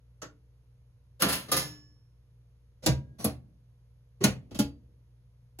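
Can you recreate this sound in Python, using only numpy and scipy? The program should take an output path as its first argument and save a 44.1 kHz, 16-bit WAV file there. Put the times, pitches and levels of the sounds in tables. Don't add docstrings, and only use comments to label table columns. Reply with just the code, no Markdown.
import sys
import numpy as np
from scipy import signal
from scipy.fft import rfft, irfft
from scipy.io import wavfile

SR = 44100
rng = np.random.default_rng(int(sys.argv[2]) if len(sys.argv) > 2 else 0)


def wav_record(signal):
    frames = np.transpose(np.atleast_2d(signal))
    bounded = np.clip(frames, -1, 1)
    quanta = np.round(bounded * 32767).astype(np.int16)
    wavfile.write(sys.argv[1], SR, quanta)


N = 246959

# pitch in Hz, average level in dB.
HUM_TONES = [(59.6, -62), (119.6, -62), (179.5, -88.5), (479, -87.5), (576, -95), (689, -97), (8963, -100)]
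# frequency in Hz, relative level in dB.
AIR_COLOUR = [(12, -36.5), (20, -4.5), (48, -8.5), (123, -5), (146, -10), (216, -25), (410, -28.5),
              (485, -25.5), (698, -37.5), (949, -34), (1120, -37.5), (6540, -45.5), (8410, -58),
              (11100, -43), (16000, -67)]
# start in seconds, part, level in dB, brightness in dB per octave,
# pitch of its ring in Hz, level of that ring in dB against the scrape.
SCRAPE_EVENTS = [ (1.193, "relay core", -30.5, 0, 522, -9), (2.821, "coil 1 stop", -41, -2, 558, -1),
                 (3.181, "coil 1 rest", -41, 0.9, 5960, -12.5), (4.202, "coil 2 stop", -31, -5.5, 375, 2), ]
# start in seconds, part, level in dB, brightness in dB per octave,
# rise time in seconds.
BLOW_EVENTS = [ (0.2172, "switch", -44, -1.5, 0.0045), (1.2206, "relay core", -23.5, -2.5, 0.0006),
               (1.2845, "relay core", -30, 0.3, 0.0071), (1.3240, "relay core", -31, 0.8, 0.0023),
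               (1.483, "relay rest", -44, -5, 0.005), (1.5153, "relay rest", -26, -2, 0.006),
               (1.5645, "relay rest", -28.5, -1, .003), (2.8611, "coil 1 stop", -23, -2, 0.0015),
               (3.2425, "coil 1 rest", -31, 1, 0.0023), (4.2386, "coil 2 stop", -23, -2.5, 0.0015),
               (4.5086, "coil 2 rest", -45.5, -2, 0.003), (4.5448, "coil 2 rest", -43.5, 0.5, 0.0031),
               (4.5885, "coil 2 rest", -31, 1.24, 0.0042), (5.587, "coil 3 stop", -45.5, 0, 0.0034), ]
CLATTER_COLOUR = { "switch": [(60, -26), (130, 0), (220, -7), (400, 2), (650, -5), (1000, -6.5),
                  (1500, 0.5), (2200, -10), (3200, -8), (4500, -8.5), (6800, -4.5), (8800, -20),
                  (11000, -19), (15000, -29)], "relay core": [(60, -30), (130, -11), (220, 0.5), (400, -1),
                  (650, -0.5), (1000, -3.5), (1500, -1), (2200, -3.5), (3200, 0), (4500, 0), (6800, -10),
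                  (8800, -5), (11000, -1.5), (15000, -11.5)], "relay rest": [(60, -22), (130, -1),
                  (220, -10.5), (400, -4.5), (650, -5.5), (1000, -7.5), (1500, -4.5), (2200, -4.5),
                  (3200, -3), (4500, 2), (6800, -4), (8800, -8), (11000, 1.5), (15000, -12)],
                  "coil 1 stop": [(60, -11), (130, 2.5), (220, -4), (400, -9), (650, -6.5), (1000, -19.5),
                  (1500, -17.5), (2200, -15), (3200, -14), (4500, -10), (6800, -11.5), (8800, -13),
                  (11000, -20), (15000, -25.5)], "coil 1 rest": [(60, -11), (130, 7), (220, 6), (400, -5),
                  (650, -1), (1000, -11), (1500, -17.5), (2200, -18), (3200, -19), (4500, -18), (6800, -24),
                  (8800, -19), (11000, -20), (15000, -33.5)], "coil 2 stop": [(60, -11), (130, -5.5),
                  (220, -7.5), (400, -11.5), (650, -12), (1000, -15), (1500, -16), (2200, -11.5),
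                  (3200, -13), (4500, -11.5), (6800, -13.5), (8800, -12.5), (11000, -16), (15000, -24)],
                  "coil 2 rest": [(60, 10.5), (130, 1), (220, 5), (400, -2.5), (650, -6.5), (1000, -15.5),
                  (1500, -18.5), (2200, -18.5), (3200, -16), (4500, -16), (6800, -20), (8800, -25),
                  (11000, -22), (15000, -35.5)], "coil 3 stop": [(60, -20), (130, -8), (350, 4), (650, 0),
                  (1500, -14), (4500, -19), (7000, -19), (11000, -20), (15000, -32)], }
# frequency in Hz, basic time to fade by 60 dB in seconds,
# extra level of the first crack in dB, level of the echo in dB against the ring.
CLATTER_FADE = [(90, 0.39, -14, -21), (290, .23, -8.5, -21), (750, .22, -13.5, -37.5),
                (2100, 0.21, -10.5, -44.5), (5000, 0.17, -3.5, -50.5), (12000, .16, 7, -60)]
PART_TONES = { "switch": [(296, -5.5, 0.39), (445, -14, 0.44), (625.5, -1.5, 0.19), (1117, -3.5, 0.17),
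              (1295, -0.5, 0.2), (5980, -0.5, 0.12)], "relay core": [(73.3, -15.5, 0.98), (131, -14.5, 1),
              (172, -0.5, .25), (195, 0, 0.24), (292, -5.5, 0.39), (518, -13.5, 0.41), (1013, -12.5, 0.36),
              (1180, -4.5, 0.21), (1427, -2.5, 0.13), (1850, -12.5, 0.35), (3360, -12.5, .3),
              (3789, -15.5, .2), (6190, -19.5, 0.26), (6500, -17.5, 0.49), (10500, -14, .22),
              (12200, -12, .3)], "relay rest": [(68.8, -15.5, 0.58), (131.1, -11.5, 0.65), (161, -18, 0.53),
              (297.8, -13, 0.66), (524, -7, 0.25), (820, -14.5, 0.22), (1123, -43, 0.98), (1210, 0, 0.18),
              (1493, -13.5, 0.26), (1727, -16.5, 0.56), (2000, -23, .33), (4540, -18, .29),
              (11400, -13, 0.3), (2925, -23, .55), (5346, -14.5, .67), (6724, -18, .47)],
              "coil 1 stop": [(70.8, 1, 0.49), (133.8, 5.5, 0.46), (192.4, -0.5, .2), (223, -0.5, 0.078),
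              (316, 6.5, 0.2), (468, -9, .2), (525, -5.5, .24), (627, -5.5, 0.22), (728, -9, .17),
              (961, -13.5, 0.3), (1608, -13.5, .27), (1640, -35, 1), (4450, -10, .08), (6066, -11.5, .08),
              (6500, -5, .08), (7310, 3.5, 0.059)], "coil 1 rest": [(76.4, 2, 0.42), (126.2, 3, 0.41),
              (187, 1, 0.248), (214, 17, 0.13), (289, 2, 0.27), (470, 4, 0.16), (510, 1.5, 0.19),
              (636, 5, 0.15), (758, -2, 0.2), (1153, -8.5, 0.2), (1690, -23.5, 0.38), (6400, -25.5, 0.14),
              (10300, 12, 0.047), (11760, 9.5, 0.081)], "coil 2 stop": [(99, -2.5, 0.11), (129.5, -3, 0.31),
              (191.4, 7.5, 0.11), (205.3, 13.5, .095), (267.7, -2, 0.22), (320.6, 2, 0.11),
              (409, -12, 0.225), (511, -12.5, 0.27), (628, -3, 0.12), (886, -13, 0.12), (1451, -6.5, 0.13),
              (2023, -15.5, 0.14), (2540, -11, .12), (4100, -2, .09), (6160, -4, .08), (9170, -8.5, 0.07)],
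              "coil 2 rest": [(69.9, -7.5, 0.67), (131.8, -0.5, 0.365), (210.8, 20, 0.11),
              (266.7, 19, 0.075), (283.4, 3.5, 0.34), (472, -8.5, .3), (590, 2, 0.13), (840, -4.5, 0.2),
              (1400, -6.5, 0.18), (4350, -17, .12), (4700, -13, 0.27), (5980, -8, 0.079),
              (11700, -24, .08)], "coil 3 stop": [(340, 0, .15)], }
PART_RING = {"switch": (0.99, 1.7), "relay core": (1.6, 0.5), "relay rest": (1.64, 2),
             "coil 1 stop": (1.057, -1.5), "coil 1 rest": (1.1, -1), "coil 2 stop": (1.06, 2.5),
             "coil 2 rest": (1.0, 0.95), "coil 3 stop": (1.0, 0)}
# frequency in Hz, likeness from 0 to 1.
MIC_LIKENESS = [(220, 0.87), (800, 0.36), (1300, 0.61), (2200, 0.25), (5800, .4), (7000, .72), (8600, 1),
                (15000, 0.51)]
# frequency in Hz, lead in radians.
LEFT_LEAD = [(700, 0), (1300, .9), (3000, 2.6), (5500, 3), (6200, .3), (8500, -3.1), (11000, -6.3),
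             (13400, -9.4), (15200, -12.3)]
# frequency in Hz, left minus right in dB.
LEFT_BALANCE = [(300, -0.15), (750, -0.5), (1200, 0.6), (3000, -0.86), (5500, -3.5), (7000, -0.5),
                (15000, 0.5)]
RIPPLES = {part: rng.standard_normal(400) for part in CLATTER_COLOUR}

TOP_HZ = 16000
AGE = np.arange(SR) / SR


def amp(db):
    return 10 ** (np.asarray(db) / 20)


def look_up(table, hz):
    row_hz, values = np.transpose(table)
    return np.interp(np.log(hz + 1), np.log(row_hz), values)


def unit_level(x):
    return x / np.sqrt(np.mean(x ** 2) + 1e-20)


def add(mix, start, sound):
    span = mix[:, round(start * SR):][:, :sound.shape[1]]
    span += sound[:, :span.shape[1]]


def wander(size, rate):
    hz = np.fft.rfftfreq(size, 1 / SR)
    return unit_level(irfft(rfft(rng.standard_normal(size)) / (1 + (hz / rate) ** 4), size))


def microphones(hz):
    side = np.array([[1], [-1]])
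    return amp(side * look_up(LEFT_BALANCE, hz) / 2) * np.exp(.5j * side * look_up(LEFT_LEAD, hz))


def noise_spectrum(colour, tilt_db, size):
    hz = np.fft.rfftfreq(size, 1 / SR)
    left, other = np.exp(2j * np.pi * rng.random((2, len(hz))))
    likeness = np.clip(look_up(MIC_LIKENESS, hz), 0, 1)
    right = likeness * left + np.sqrt(1 - likeness ** 2) * other
    octaves = np.log2(np.maximum(hz, 150) / 1000)
    gain = amp(look_up(colour, hz) + tilt_db * octaves) * (hz < TOP_HZ)
    return hz, gain * microphones(hz) * np.array([left, right])


def room_air(level_db=-64.5):
    _, spectrum = noise_spectrum(AIR_COLOUR, 0, N)
    return amp(level_db) * unit_level(irfft(spectrum, N))


def transformer_hum():
    t = np.arange(N) / SR
    hum = 0
    for hz, db in HUM_TONES:
        waver = 1 + 0.13 * wander(N, rate=7)
        hum += amp(db) * np.sqrt(2) * waver * np.sin(2 * np.pi * (hz * t + rng.random()))
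    return hum


def clatter_bands(part, tilt_db, low_hz=55, ripple_db=5.5):
    hz, spectrum = noise_spectrum(CLATTER_COLOUR[part], tilt_db, SR)
    spectrum *= hz ** 3 / (hz ** 3 + low_hz ** 3)
    ripple_hz = np.linspace(0, np.sqrt(TOP_HZ), len(RIPPLES[part])) ** 2
    ripple = np.clip(np.interp(hz, ripple_hz, RIPPLES[part]), -2, 2)
    spectrum *= amp(ripple_db * ripple * hz / (hz + 700))
    centres = [row[0] for row in CLATTER_FADE]
    shares = [look_up(list(zip(centres, one_band)), hz) for one_band in np.eye(len(centres))]
    bands = np.array([irfft(spectrum * share, SR) for share in shares])
    return bands / np.std(bands.sum(0))


def armature_scrape(duration, part, tilt_db, ring_hz, ring_db, rise_s=0.014, fade_s=0.13, stop_s=0.0089):
    swell = 1 - np.exp(-(AGE / rise_s) ** 2)
    fade = np.exp(-AGE / fade_s - np.maximum(AGE - duration, 0) / stop_s)
    grit = clatter_bands(part, tilt_db).sum(0) * amp(2 * wander(SR, rate=200))
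    waver = wander(SR, rate=70) + 1j * wander(SR, rate=70)
    ring = (microphones(ring_hz) * waver * np.exp(2j * np.pi * ring_hz * AGE)).imag
    return swell * fade * (grit + amp(ring_db) * ring)


def clack(part, tilt_db, rise_s, crack_db, stretch, crack_fade_s=0.06, echo_fade_s=0.94):
    sound = 0
    for band, (hz, fade_s, extra_db, echo_db) in zip(clatter_bands(part, tilt_db), CLATTER_FADE):
        crack = amp(crack_db + extra_db - 60 * AGE / crack_fade_s)
        ring = amp(-60 * AGE / (fade_s * stretch))
        echo = amp(echo_db - 60 * AGE / echo_fade_s)
        swell = 1 - np.exp(-AGE / (rise_s + 1.4 / hz))
        sound += band * swell * np.sqrt(crack ** 2 + ring ** 2 + echo ** 2)
    sound *= amp(0.5 * wander(SR, rate=450) * np.exp(-AGE / .05))
    return sound / np.std(sound[:, :SR // 20])


def ringing_tones(part, steady_hz=2500):
    sound = 0
    for hz, db, fade_s in PART_TONES[part]:
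        build_s = 1.1 / hz * (1 + 45 / hz) + 0.0027
        envelope = amp(db - 60 * AGE / fade_s) * (1 - np.exp(-(AGE / build_s) ** 2))
        reflections = .35 * (wander(SR, rate=12) + 1j * wander(SR, rate=12))
        waver = 1 + reflections * (1 - np.exp(-AGE / .04)) / (1 + (hz / steady_hz) ** 2)
        spot = np.exp(.9j * hz / (hz + 1500) * rng.standard_normal((2, 1)))
        sound += envelope * (microphones(hz) * spot * waver * np.exp(2j * np.pi * hz * AGE)).imag
    return sound


def hardest_blow(part):
    hits = [(start, db) for start, struck, db, _, _ in BLOW_EVENTS if struck == part]
    return max(hits, key=lambda hit: hit[1])


def blow(part, db, tilt_db, rise_s):
    softer_db = hardest_blow(part)[1] - db
    stretch, tones_db = PART_RING[part]
    clatter = clack(part, tilt_db, rise_s, crack_db=5.5 - 2 * softer_db, stretch=stretch)
    tones = amp(tones_db - 0.7 * softer_db) * ringing_tones(part)
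    return amp(db) * (clatter + tones)


def scene(settle_s=.009):
    mix = transformer_hum() + room_air()
    for start, part, db, tilt_db, ring_hz, ring_db in SCRAPE_EVENTS:
        duration = hardest_blow(part)[0] + settle_s - start
        add(mix, start, amp(db) * armature_scrape(duration, part, tilt_db, ring_hz, ring_db))
    for start, part, db, tilt_db, rise_s in BLOW_EVENTS:
        add(mix, start, blow(part, db, tilt_db, rise_s))
    return mix


def record(dry, low_cut_hz=42):
    bass_cut = signal.butter(3, low_cut_hz, "high", fs=SR, output="sos")
    treble_cut = signal.firwin(255, TOP_HZ, window=("kaiser", 9), fs=SR)
    return signal.oaconvolve(signal.sosfilt(bass_cut, dry), treble_cut[None], "same")


dry = scene()
out = record(dry)
wav_record(out)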